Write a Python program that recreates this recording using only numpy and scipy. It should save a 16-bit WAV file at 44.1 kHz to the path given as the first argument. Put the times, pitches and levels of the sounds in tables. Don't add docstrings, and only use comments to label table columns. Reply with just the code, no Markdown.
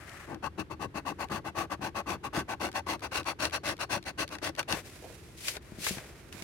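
import sys
import numpy as np
from scipy import signal
from scipy.fft import rfft, irfft, next_fast_len
from scipy.io import wavfile
from scipy.ndimage import map_coordinates

SR = 44100
rng = np.random.default_rng(int(sys.argv[2]) if len(sys.argv) > 2 else 0)


def wrap_up_sound(samples):
    columns = np.atleast_2d(samples).T
    tamed = np.clip(columns, -1, 1)
    steps = np.round(tamed * 32767).astype(np.int16)
    wavfile.write(sys.argv[1], SR, steps)


N = 283563
T = np.arange(N) / SR
FFT_SIZE = 2 * next_fast_len(N // 2 + SR // 2)
HZ = np.maximum(np.arange(FFT_SIZE // 2 + 1) * SR / FFT_SIZE, 1)
SIDES = np.array([[1], [-1]])

# start in seconds, length in seconds, rasp in dB.
STROKES = [(0.274, 0.11, -46), (0.424, 0.065, -32.5), (0.575, 0.058, -37), (0.697, 0.056, -42.5),
           (0.794, 0.082, -39.5), (0.94, 0.075, -37.5), (1.05, 0.087, -37), (1.185, 0.082, -35),
           (1.296, 0.11, -36), (1.441, .073, -37.5), (1.548, 0.12, -34), (1.697, 0.066, -34.5),
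           (1.807, 0.1, -36), (1.945, 0.081, -33), (2.06, .117, -36), (2.23, 0.063, -37),
           (2.328, 0.11, -33.5), (2.478, 0.08, -35), (2.597, 0.11, -33.5), (2.737, 0.077, -33),
           (2.862, 0.11, -35), (3.015, 0.07, -38), (3.112, 0.12, -35), (3.252, .087, -34),
           (3.389, .11, -34), (3.518, 0.071, -33), (3.633, .119, -35.5), (3.788, .074, -35.5),
           (3.892, .107, -35.5), (4.048, 0.074, -38.5), (4.175, 0.082, -34), (4.299, 0.082, -41.5),
           (4.416, 0.1, -36), (4.572, 0.053, -34.5), (4.677, 0.094, -34)]


def amp(db):
    return 10 ** (np.asarray(db) / 20)


def shape(points):
    hz, db = np.transpose(points)
    return amp(np.interp(np.log(HZ), np.log(hz), db))


def unit(x):
    return x / np.sqrt(np.mean(np.abs(x) ** 2))


def below(hz):
    return 1 / np.sqrt(1 + (HZ / hz) ** 8)


def above(hz):
    return np.sqrt(1 - below(hz) ** 2)


def through(x, gain):
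    cepstrum = irfft(np.log(gain + 1e-5))
    cepstrum[1:FFT_SIZE // 2] *= 2
    cepstrum[FFT_SIZE // 2 + 1:] = 0
    return irfft(rfft(x, FFT_SIZE) * np.exp(rfft(cepstrum)))[..., :N]


def wander(rate_hz):
    return np.interp(T * rate_hz, np.arange(N), rng.standard_normal(N))


def snaps(per_s, spread_db, smooth):
    sizes = amp(spread_db * np.minimum(rng.exponential(size=N), 5))
    clicks = (rng.random(N) < per_s / SR) * sizes * rng.choice([-1, 1], N)
    return unit(unit(clicks) + smooth * rng.standard_normal(N))


def contact(per_s, spread_db, smooth, apart):
    common, *own = (snaps(per_s, spread_db, smooth) for _ in range(3))
    return np.sqrt(1 - apart) * common + np.sqrt(apart) * np.array(own)


def ports(pair, lag_s):
    return np.array([pair[0], map_coordinates(pair[1], [(T - lag_s) * SR], order=3)])


def room_air(level_db=-51):
    # frequency in Hz, level in dB.
    rumble = [(30, -2), (71, 7), (245, -5.5), (345, -1), (600, -18), (900, -20), (1700, -22.5), (3200, -30),
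              (7500, -42), (12000, -43.5), (16000, -59)]
    colour = unit(shape(rumble))
    common = through(rng.standard_normal(N) * amp(0.37 * wander(6)), colour)
    apart = through(rng.standard_normal(N), colour * np.clip(HZ / 1100, 0.23, 1))
    return amp(level_db) * (common + SIDES * apart)


def slide_force(slides, touch_s=0.023):
    hiss, rub = np.zeros((2, N))
    for start, fastest, end, hiss_db, rub_db, swell_db in slides:
        touching = np.clip(np.minimum(T - start, end - T) / touch_s, 0, 1)
        force = touching * amp(hiss_db - swell_db * np.interp(T, [start, fastest, end], [1, 0, 1]))
        hiss = np.hypot(hiss, force)
        rub = np.hypot(rub, force * amp(rub_db))
    return hiss, rub


def sliding_hand(slides, colour):
    # time in seconds, left minus right in dB.
    hand_side = [(0, 8), (.4, 1), (4.75, 7.5), (5.1, -7.5), (5.48, 4), (5.88, 3.5), (6.15, -1), (6.4, -11)]
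    hiss_force, rub_force = slide_force(slides)
    skin = np.array([snaps(9000, 2.0, 0.49) for _ in SIDES]) * amp(1.93 * wander(110))
    blended = skin + 0.5 * skin[::-1]
    hiss = through(skin * hiss_force * amp(2.5), unit(shape(colour) * above(1880)))
    rub = through(blended * rub_force * amp(-2.5), unit(shape(colour) * above(226) * below(2240)))
    side_db = np.interp(T, *np.transpose(hand_side))
    return (hiss + rub) * amp(SIDES * side_db / 2)


def settling_hand():
    # start, fastest moment and end in seconds; hiss, rub over hiss and swell in dB.
    slides = [(-0.02, 0.097, 0.355, -54.5, 6, 6.5), (0.52, 0.63, 0.66, -71.5, 12, 12),
              (0.88, 1.15, 1.42, -72, 6, 5)]
    # frequency in Hz, level in dB.
    colour = [(240, -68), (400, -34), (570, -4), (964, -9), (1160, -5), (1870, -4), (3810, -20),
              (3990, -19), (10100, -22), (16000, -34)]
    return sliding_hand(slides, colour)


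def blows(times_s, levels_db, decay_s):
    force = np.zeros(N)
    for start, db in zip(times_s, levels_db):
        force += amp(db) * (T >= start) * np.exp(-np.abs(T - start) / decay_s)
    return force * unit(np.tanh(contact(9000, 0.95, 2.0, apart=0.48)))


def ticks():
    # time in seconds, level in dB, low body over that level in dB.
    catches = [(0.094, -42, -11), (0.345, -41.5, -11), (1.286, -51, -7), (3.159, -28, -11),
               (3.453, -22.5, -6), (4.352, -44, 6), (4.385, -41.5, -0.5), (4.593, -24, -3),
               (4.6287, -40.5, 0), (4.725, -23.5, -22), (5.4828, -24.5, -8.5), (5.5678, -34.5, 0),
               (5.8658, -27, 3), (5.982, -38, 2), (6.326, -38.5, -14), (6.4224, -35.5, -20)]
    # frequency in Hz, level in dB.
    catch_colour = [(300, -3.5), (1000, -9), (2300, 5), (4500, 3.5), (8000, -7), (12000, -10.5),
                    (16000, -21)]
    colour = shape(catch_colour)
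    times_s, db, body_db = np.transpose(catches + rocking())
    crack = through(blows(times_s, db + 1.0, decay_s=0.0025), unit(colour * above(1500)))
    thock_force = blows(times_s, db + body_db - 0.5, decay_s=0.005)
    thock = through(thock_force, unit(colour * above(420) * below(1670)))
    return ports(crack + thock, lag_s=0.0001) * amp(SIDES * 2.1)


def chip_hold(times_s):
    # time in seconds, tilt from 0 (flat) to 1 (on the rim), left minus right in dB.
    grip = [(0.3, 0, 2), (1.4, 0.01, 0), (2.6, 0.3, -2), (3.3, 0.9, -0.5), (4.7, 0.85, -0.5)]
    grip_s, tilt, side_db = np.transpose(grip)
    return np.interp(times_s, grip_s, tilt), np.interp(times_s, grip_s, side_db)


def stroke_levels(dig_in_db=-10.5, dig_in_s=0.11):
    start, _, rasp_db = np.transpose(STROKES)
    tilt, _ = chip_hold(start)
    pull = np.arange(len(start)) % 2
    skating = np.exp(-(start - start[0]) / dig_in_s)
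    treble_db = rasp_db - 4.5 + 7 * tilt - 3 * pull + dig_in_db * skating
    drone_db = -38.5 + 0.26 * (rasp_db - rasp_db.mean()) - 2 * tilt - 4.5 * pull
    return rasp_db, treble_db, drone_db


def stroke_force(levels_db, steepness, bite=0.12, jerk_s=0.003, fastest_share=0.42):
    force = np.zeros(N)
    for (start, length, _), db in zip(STROKES, levels_db):
        span = (T > start - jerk_s) & (T < start + length)
        stages_s = [-jerk_s, jerk_s, fastest_share * length, length]
        progress = np.interp(T[span] - start, stages_s, [0, bite, 0.5, 1])
        force[span] += amp(db) * np.abs(np.sin(np.pi * progress)) ** steepness
    return force


def hand_reflection(sound, delay_s=0.000809, echo_db=-11.5, spread=0.32):
    start, length, _ = np.transpose(STROKES)
    delays_s = delay_s * np.exp(spread * rng.standard_normal(len(start)))
    edges_s = np.column_stack([start, start + length]).ravel()
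    late_s = T - np.interp(T, edges_s, np.repeat(delays_s, 2))
    echo = np.array([map_coordinates(side, [late_s * SR], order=3) for side in sound])
    return (sound + amp(echo_db) * echo) / np.hypot(1, amp(echo_db))


def scratching():
    # frequency in Hz, level in dB.
    flat_colour = [(41, -60), (70, -2), (314, -3.5), (529, -7.5), (815, -2), (1000, -6), (1150, -4.5),
                   (1410, -13.5), (1540, -10.5), (2320, -14.5), (2660, -12), (3040, -17.5), (11400, -27.5),
                   (16000, -33)]
    rim_colour = [(41, -33), (70, 2.5), (218, -9), (286, -2.5), (403, -8), (579, 1.5), (1120, -5.5),
                  (1370, -6), (2720, -6.5), (2980, -11), (4380, -11), (6200, -14.5), (7100, -18.5),
                  (9930, -17), (12700, -26.5), (16000, -25)]
    # frequency in Hz, width in Hz, lift in dB.
    resonances = [(327, 55, 4), (580, 50, 3), (840, 110, 1), (1118, 65, 7), (1525, 65, 6), (2035, 80, 2),
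                  (2665, 100, 7), (2815, 80, 4), (3455, 60, 3), (3970, 90, 5), (4445, 80, 10),
                  (5135, 55, 5), (5778, 90, 5), (5965, 60, 6), (6280, 300, 2), (8715, 180, 2),
                  (9885, 140, 2), (11200, 200, 3)]
    # frequency in Hz, left minus right in dB.
    near_left = [(100, 3.5), (350, 3.5), (650, 8.5), (1000, 11.5), (1350, 5), (2000, -0.5), (2700, 8.5),
                 (3300, 3.5), (5500, 7), (12000, 0.9)]
    rasp_db, treble_db, drone_db = stroke_levels()
    tilt, side_db = chip_hold(T)
    peaks = sum(amp(db) ** 2 / (1 + (2 * (HZ - hz) / width) ** 2) for hz, width, db in resonances)
    ringing = np.sqrt(1 + peaks)

    def body(force, band):
        flat, on_rim = (unit(shape(colour) * ringing * band) for colour in (flat_colour, rim_colour))
        return through(force * (1 - tilt), flat) + through(force * tilt, on_rim)

    stick_slip = amp(1.65 * wander(190))
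    bumps = contact(1200, 2.9, 0.36, apart=0.031) * stroke_force(drone_db, steepness=0.66)
    scrapes = contact(3200, 2.1, 0.66, apart=0.18) * stroke_force(rasp_db + 0.68, steepness=1.225)
    flakes = contact(7000, 3.6, 0.38, apart=1.0) * stroke_force(treble_db + 0.61, steepness=2.0)
    drone = body(bumps, above(57.6) * below(513))
    rasp = body(scrapes * stick_slip, above(558) * below(2080))
    treble = body(flakes * stick_slip, above(1710))
    sound = drone + hand_reflection(rasp + treble)
    left, right = ports(sound, lag_s=0.00012) * amp(SIDES * side_db / 2)
    bias = shape(near_left)
    return np.array([through(left, 2 * bias / (1 + bias)), through(right, 2 / (1 + bias))])


def knocks(ring_s=0.2, detune=0.061):
    # time in seconds, level in dB.
    thuds = [(0.956, -32), (1.313, -30.5), (1.794, -35.5), (2.375, -22), (3.969, -31), (4.203, -40),
             (4.735, -28.5), (5.721, -33.5), (5.786, -34.5), (5.909, -25.5), (5.972, -31.5), (6.348, -37.5),
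             (6.421, -38)]
    # frequency in Hz, level in dB, time to fall 60 dB in seconds.
    table_modes = [(86, -17, 0.13), (171, -3, 0.12), (221, 3, 0.045), (315, 0.5, 0.045), (565, -8, 0.019)]
    sound = np.zeros(N)
    for start, db in thuds:
        span = (T >= start) & (T < start + ring_s)
        age = T[span] - start
        for hz, mode_db, t60_s in table_modes:
            detuned_hz = hz * (1 + detune * rng.standard_normal())
            envelope = amp(db + mode_db - 7.5) * np.exp(-np.log(1000) * age / t60_s)
            sound[span] += envelope * np.sin(2 * np.pi * detuned_hz * age)
    return amp(SIDES * 2.4) * sound


def rocking(min_tilt=0.4, scatter_db=3.5, body_db=-9):
    # lead before the pull in seconds, level in dB.
    double_tick = [(0.021, -45), (0.009, -48.5)]
    pulls_s = np.array(STROKES)[1::2, 0]
    tilts, _ = chip_hold(pulls_s)
    extras_db = scatter_db * rng.standard_normal(len(pulls_s))
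    return [(start - lead_s, db + extra_db, body_db)
            for start, tilt, extra_db in zip(pulls_s, tilts, extras_db) if tilt > min_tilt
            for lead_s, db in double_tick]


def sweeping_hand():
    # start, fastest moment and end in seconds; hiss, rub over hiss and swell in dB.
    sweeps = [(4.73, 4.79, 4.825, -47.5, 6.5, 4), (4.79, 4.88, 5.38, -57, 1, 6.5),
              (5.35, 5.485, 5.585, -38, -9, 21.5), (5.53, 5.566, 5.588, -50.5, 7, 1.5),
              (5.6, 5.98, 6.33, -54.5, 5.5, 12.5), (5.77, 5.872, 6.0, -33.5, -9.5, 20),
              (6.31, 6.37, 6.46, -57.5, 3.5, -2.5)]
    # frequency in Hz, level in dB.
    colour = [(240, -36), (400, 1), (626, 0.5), (753, -4), (852, -6), (1230, -5), (1460, -4), (2630, -1),
              (2840, -4), (5270, -4.5), (11000, -8), (16000, -18)]
    return sliding_hand(sweeps, colour)


def dragging_hand(start_s=5.02, end_s=5.175, centre_hz=470, level_db=-48):
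    force = np.interp(T, [start_s, start_s + 0.0025, end_s], [0, amp(level_db), 0])
    band = unit(above(0.81 * centre_hz) * below(1.38 * centre_hz))
    return through(force * contact(320, 3.7, 0.28, apart=0.36), band)


def room(dry, t60_s, wet_db):
    age = T[:SR // 2]
    tail = rng.standard_normal((2, len(age))) * np.exp(-np.log(1000) * age / t60_s) * (age > 0.006)
    tail /= np.sqrt(np.sum(tail ** 2, axis=1, keepdims=True))
    wall_colour = shape([(200, 10), (1000, -19), (4000, 6.0), (14000, -2)])
    walls = through(signal.fftconvolve(dry, tail, axes=1)[:, :N], wall_colour)
    return dry + amp(wet_db) * walls


def scene():
    hand = settling_hand() + sweeping_hand() + dragging_hand()
    return room(scratching() + hand + ticks() + knocks(), t60_s=0.11, wet_db=-22.5) + room_air()


def record(dry):
    bass_hz, top_hz = 48, 15950
    bass_cut = signal.butter(4, bass_hz, "highpass", fs=SR, output="sos")
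    top_cut = signal.ellip(12, 0.1, 80, top_hz, fs=SR, output="sos")
    return signal.sosfilt(np.vstack([bass_cut, top_cut]), dry)


dry = scene()
out = record(dry)
wrap_up_sound(out)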